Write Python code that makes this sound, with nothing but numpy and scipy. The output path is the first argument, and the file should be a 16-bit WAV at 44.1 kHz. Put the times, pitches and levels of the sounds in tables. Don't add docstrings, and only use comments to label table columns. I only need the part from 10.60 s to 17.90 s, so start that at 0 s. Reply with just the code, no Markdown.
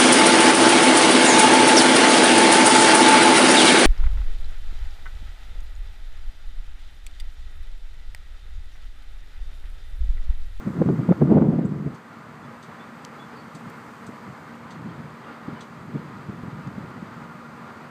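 import sys
import numpy as np
from scipy import signal
from scipy.fft import rfft, irfft
from scipy.io import wavfile
from scipy.ndimage import uniform_filter1d, minimum_filter1d

SR = 44100
rng = np.random.default_rng(int(sys.argv[2]) if len(sys.argv) > 2 else 0)


def dump(signal):
    limited = np.clip(np.atleast_2d(signal).T, -1, 1)
    pcm = np.round(limited * 32767).astype(np.int16)
    wavfile.write(sys.argv[1], SR, pcm)


N = 321930

# t/s, level/dB
GUST_ENVELOPE = [(0, -42), (.05, -30.5), (.15, -29), (.2, -20.5), (.33, -21.5), (.44, -27), (.57, -29),
                 (.7, -13.5), (.86, -13.5), (1.3, -29.5), (1.41, -50.5), (1.85, -43.5), (2.4, -52.5),
                 (3.95, -48.5), (4.28, -34.5), (4.75, -53.5), (5.4, -37.5), (6.25, -39), (7.3, -50)]
# f/Hz, relative level/dB
THUD_SPECTRUM = [(20, -40), (45, -38), (65, -18.5), (90, -13.5), (130, -0.5), (160, 2.5), (220, 0),
                 (310, -4.5), (420, -13), (600, -27.5), (1000, -48), (2500, -76), (8000, -100)]
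LIGHT_AIR_SPECTRUM = [(25, -39.5), (45, -37.5), (70, -14.5), (100, -8), (150, 2.5), (200, -2.5),
                      (280, -11.5), (400, -17.5), (700, -30.5), (4000, -79)]
FLUTTER_SPECTRUM = [(150, -27), (300, 2.5), (530, -1), (700, -7), (1000, -16.5), (1500, -29), (2200, -35.5),
                    (4000, -50), (9000, -78.5)]


def wind(gust_db=-1.5, flutter_db=-11.5, brighten=2.26, lumps_db=1.72, lumps_hz=22, crossover_db=-30):
    push_db = curve(GUST_ENVELOPE)
    hard_share = 1 / (1 + amp(crossover_db - push_db) ** 2)
    rumble = np.sqrt(hard_share) * noise(THUD_SPECTRUM)
    rumble += np.sqrt(1 - hard_share) * noise(LIGHT_AIR_SPECTRUM)
    peak_db = push_db.max()
    flutter = amp(peak_db + flutter_db + brighten * (push_db - peak_db)) * noise(FLUTTER_SPECTRUM)
    trailing_air = wakes()
    lumps = amp(lumps_db * narrow(0, lumps_hz))
    return (amp(push_db + gust_db) * rumble + flutter + trailing_air) * lumps


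# t/s, relative level/dB, nominal length/s
EDDIES = [(0.081, -18, 0.015), (0.218, -10, 0.0081), (.263, -15, 0.0051), (.3, -12, 0.018),
          (.395, -16, 0.0081), (0.493, -9, 0.0085), (0.515, -7.5, .013), (.623, -7.5, 0.014),
          (0.721, -7, .014), (0.778, -5, 0.021), (.823, -9.5, 0.0093), (.89, -11, 0.015),
          (0.992, -11, 0.01), (1.122, -16, 0.011), (1.277, -15.5, 0.011), (2.958, -33, .02),
          (3.07, -32, 0.018), (3.493, -31, 0.0093), (3.69, -33, .022), (4.265, -29, 0.026),
          (4.885, -24.5, 0.0068), (4.935, -29, 0.0091), (5.36, -20, .018), (5.699, -26.5, 0.0098),
          (5.835, -27.5, 0.0053), (5.884, -26, 0.0055), (6.075, -27, 0.017), (6.186, -26, 0.011),
          (6.242, -28.5, 0.016), (6.43, -29.5, .01)]


def buffets(thud_db=-2.5, flutter_db=-20.5, octaves_per_db=0.0086, harden=0.53, size=8192):
    out = np.zeros(N)
    for s, db, length in EDDIES:
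        force_db = db + 22
        thud = eddy(1.246 * length, THUD_SPECTRUM, pitch=2 ** (octaves_per_db * force_db))
        flutter = amp(flutter_db + harden * force_db) * eddy(0.75 * length, FLUTTER_SPECTRUM, port=.2)
        add(out, s - size / 2 / SR, amp(db) * (amp(thud_db) * thud + flutter))
    return out


def eddy(length, spectrum, pitch=1, port=0.51, size=8192):
    t = (np.arange(size) - size // 2) / SR
    turbulence = colour(rng.standard_normal(size), np.multiply(spectrum, [pitch, 1]))
    swirl = signal.hilbert(unit(turbulence))
    even_swirl = swirl.real / np.sqrt(abs(swirl) ** 2 + .5)
    blow = colour(even_swirl * np.exp(-2 * (t / length) ** 2), np.multiply(spectrum, [pitch, port]))
    window = np.hanning(600)
    power = signal.fftconvolve(abs(signal.hilbert(blow)) ** 2 / 2, window / window.sum(), "same")
    return np.roll(blow, size // 2 - power.argmax()) / np.sqrt(power.max())


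def wakes(wake_db=-14, decay_s=0.041, cap_db=-36):
    t = np.arange(SR // 2) / SR
    envelope = np.zeros(N)
    for s, db, _ in EDDIES:
        add(envelope, s, amp(min(db + wake_db, cap_db)) * np.exp(-t / decay_s))
    return envelope * noise(LIGHT_AIR_SPECTRUM)


# t/s, level/dB, tilt/(dB per octave), decay/s
POP_EVENTS = [(.2195, -12.5, -3, 0.0013), (.2885, -21, -0.5, 0.0012), (.5215, -18, -4.5, .0025),
              (.7845, -22.5, 0, 0.0012), (.82, -16, -8, 0.0013)]
# f/Hz, relative level/dB
POP_SPECTRUM = [(150, -22), (450, 7.5), (1200, -2.5), (2000, -18.5), (3000, -32.5), (8000, -65.5)]


def pops():
    return bursts(POP_EVENTS, POP_SPECTRUM, rise_s=0.0015)


def gate_motor(hz=232.9, hum_db=-50.3, wander=0.0019, wander_hz=8, drone_db=-55, half_width_hz=9):
    cycles = np.cumsum(hz * (1 + wander * narrow(0, wander_hz))) / SR
    hum = amp(hum_db) * np.sqrt(2) * np.sin(2 * np.pi * cycles)
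    return hum + amp(drone_db) * narrow(hz, half_width_hz)


# t/s, length/s, start f/Hz, end f/Hz, level/dB, warble as a fraction of f
BIRD_NOTES = [(.505, .037, 3530, 3560, -63, .004), (1.05, .02, 5660, 7850, -55, 0.016),
              (1.828, .045, 3400, 3460, -63, .003), (2.194, .065, 3360, 3520, -56.5, 0.0052),
              (2.586, .085, 3250, 3450, -55.5, .003), (2.76, .09, 4580, 4480, -60, .03),
              (4.29, .025, 3350, 3240, -60, .01), (4.637, .04, 3220, 3180, -60, .033),
              (4.66, .047, 2850, 2780, -60, .02), (4.952, 0.065, 2990, 2950, -60, .02)]


def bird_whistles(bend=6.2, warble_hz=250, skew=0.47):
    out, quiver = np.zeros(N), narrow(0, warble_hz)
    for s, length, start_hz, end_hz, db, warble in BIRD_NOTES:
        progress = np.linspace(0, 1, round(length * SR))
        glide_hz = end_hz + (start_hz - end_hz) * (1 - progress) ** bend
        hz = glide_hz * (1 + warble * quiver[round(s * SR):][:len(progress)])
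        envelope = amp(db) * np.sin(np.pi * progress ** skew)
        add(out, s, envelope * np.sqrt(2) * np.sin(2 * np.pi * np.cumsum(hz) / SR))
    return out


# t/s, level/dB, tilt/(dB per octave), decay/s
CHIP_EVENTS = [(1.343, -56.5, 0, .012), (2.025, -51.5, 0, 0.012), (2.947, -50.5, 5, 0.0097),
               (3.464, -52, 7, 0.0062), (4.104, -51, -4, 0.014), (5.005, -47, -4.5, 0.012)]
# f/Hz, relative level/dB
CHIP_SPECTRUM = [(1800, -45), (2700, -8), (3200, 1.5), (4700, 0.5), (5400, -9.5), (6200, -0.5), (7000, -7),
                 (8000, -2), (9000, -12), (10000, -20), (14000, -30)]


def bird_chips():
    return bursts(CHIP_EVENTS, CHIP_SPECTRUM, rise_s=0.0041)


# t/s, level/dB, tilt/(dB per octave), decay/s
TICK_EVENTS = [(2.4463, -45, 0, .0004), (2.4488, -48, -4, .0005), (2.4501, -30, -1, 0.00033),
               (3.0985, -51, 16, .004), (3.0055, -60, 15, .002), (3.168, -61, 13, .003),
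               (3.952, -57, 17, .002), (6.0725, -56, 1, .003)]
# f/Hz, relative level/dB
TICK_SPECTRUM = [(2000, -33), (3100, 2), (6500, -3), (8500, -4), (10000, -14), (15000, -20)]


def ticks():
    return bursts(TICK_EVENTS, TICK_SPECTRUM, rise_s=0.00038)


# f/Hz, relative level/dB
TRAFFIC_SPECTRUM = [(45, -33), (90, -5), (200, 5.5), (350, -0.5), (480, 0.5), (650, -2.5), (1000, 1.5),
                    (1250, 2), (1650, -4.5), (2000, -6), (2800, -16.5), (4000, -21.5), (4900, -22),
                    (5300, -32), (9000, -49.5)]
# f/Hz, bandwidth/Hz, level/dB
TYRE_TONES = [(1220, 41, -57.5), (1402, 44, -57)]
# t/s, gain/dB
TYRE_APPROACH = [(0, 1), (4.2, -15), (4.7, 0), (5.6, -3.5), (6.6, 3), (7.3, 0.5)]


def traffic(wash_db=-43, waver_db=0.78, waver_hz=6):
    wash = amp(wash_db + waver_db * narrow(0, waver_hz)) * noise(TRAFFIC_SPECTRUM)
    tyres = sum(amp(db) * narrow(hz, width / 2) for hz, width, db in TYRE_TONES)
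    return wash + amp(curve(TYRE_APPROACH)) * tyres


# f/Hz, relative level/dB
HISS_SPECTRUM = [(2000, -6.5), (5300, -0.5), (6300, 2), (8300, 0.5), (9200, -3.5), (9900, -9), (12000, -6),
                 (15300, -9)]
# t/s, level/dB
HISS_ENVELOPE = [(0, -63), (.9, -64.5), (2.9, -64.5), (3.33, -63), (4.1, -66), (7.3, -65.5)]


def hiss():
    return amp(curve(HISS_ENVELOPE)) * noise(HISS_SPECTRUM)


def yard_echo(x, wet_db, t60, size=16384):
    t = np.arange(size) / SR
    taps = rng.standard_normal(size) * (rng.random(size) < .04)
    taps *= (t > .004) * amp(-60 * t / t60)
    return x + amp(wet_db) * signal.fftconvolve(x, taps / np.linalg.norm(taps))[:N]


def bursts(rows, spectrum, rise_s, size=8192):
    out = np.zeros(N)
    t = np.maximum(np.arange(size) - size // 2, 0) / SR
    for s, db, tilt, decay in rows:
        envelope = (1 - np.exp(-t / rise_s)) * np.exp(-t / decay)
        tilted = [(hz, level + tilt * np.log2(hz)) for hz, level in spectrum]
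        burst = colour(rng.standard_normal(size) * envelope, tilted)
        burst *= np.linalg.norm(envelope / envelope.max()) / np.linalg.norm(burst)
        add(out, s - size / 2 / SR, amp(db) * burst)
    return out


def amp(db):
    return 10 ** (np.asarray(db) / 20)


def unit(x):
    return x / np.sqrt(np.mean(x ** 2) + 1e-20)


def curve(rows):
    return np.interp(np.arange(N) / SR, *np.transpose(rows))


def colour(x, spectrum):
    hz, db = np.transpose(spectrum)
    f = np.fft.rfftfreq(len(x), 1 / SR)
    return irfft(rfft(x) * amp(np.interp(np.log(f + 1), np.log(hz), db)), len(x))


def noise(spectrum):
    return unit(colour(rng.standard_normal(N), spectrum))


def narrow(hz, half_width_hz):
    f = np.fft.rfftfreq(N, 1 / SR)
    return unit(irfft(rfft(rng.standard_normal(N)) / (1 + ((f - hz) / half_width_hz) ** 2), N))


def add(mix, s, sound):
    start = round(s * SR)
    sound = sound[max(-start, 0):]
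    part = mix[max(start, 0):][:len(sound)]
    part += sound[:len(part)]


def gain_control(x, threshold_db=-21.5, cut_per_db=0.49, sense_s=0.41, recover_db_per_s=2):
    pole = np.exp(-1 / (sense_s * SR))
    power_db = 10 * np.log10(signal.lfilter([1 - pole], [1, -pole], x ** 2) + 1e-12)
    cut_db = cut_per_db * np.maximum(power_db - threshold_db, 0)
    recovery_db = recover_db_per_s * np.arange(N) / SR
    return x * amp(recovery_db - np.maximum.accumulate(cut_db + recovery_db, axis=-1))


def scene():
    birds = yard_echo(bird_whistles(), wet_db=-8.5, t60=0.41)
    birds += yard_echo(bird_chips(), wet_db=-6, t60=0.17)
    close_ticks = ticks()
    background = yard_echo(traffic() + hiss(), wet_db=-15, t60=0.098)
    air = wind() + buffets() + pops()
    return (air + gate_motor() + birds + close_ticks + background)[None]


def record(dry, ceiling=0.88, smooth_samples=220, cutoff_hz=15300):
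    compressed = gain_control(dry)
    gain = np.minimum(1, ceiling / (abs(compressed) + 1e-9))
    gain = minimum_filter1d(gain, 2 * smooth_samples)
    gain = uniform_filter1d(uniform_filter1d(gain, smooth_samples), smooth_samples)
    lowpass = signal.firwin(511, cutoff_hz, window=("kaiser", 9), fs=SR)
    return signal.oaconvolve(compressed * gain, lowpass[None], "same")


dry = scene()
out = record(dry)
dump(out)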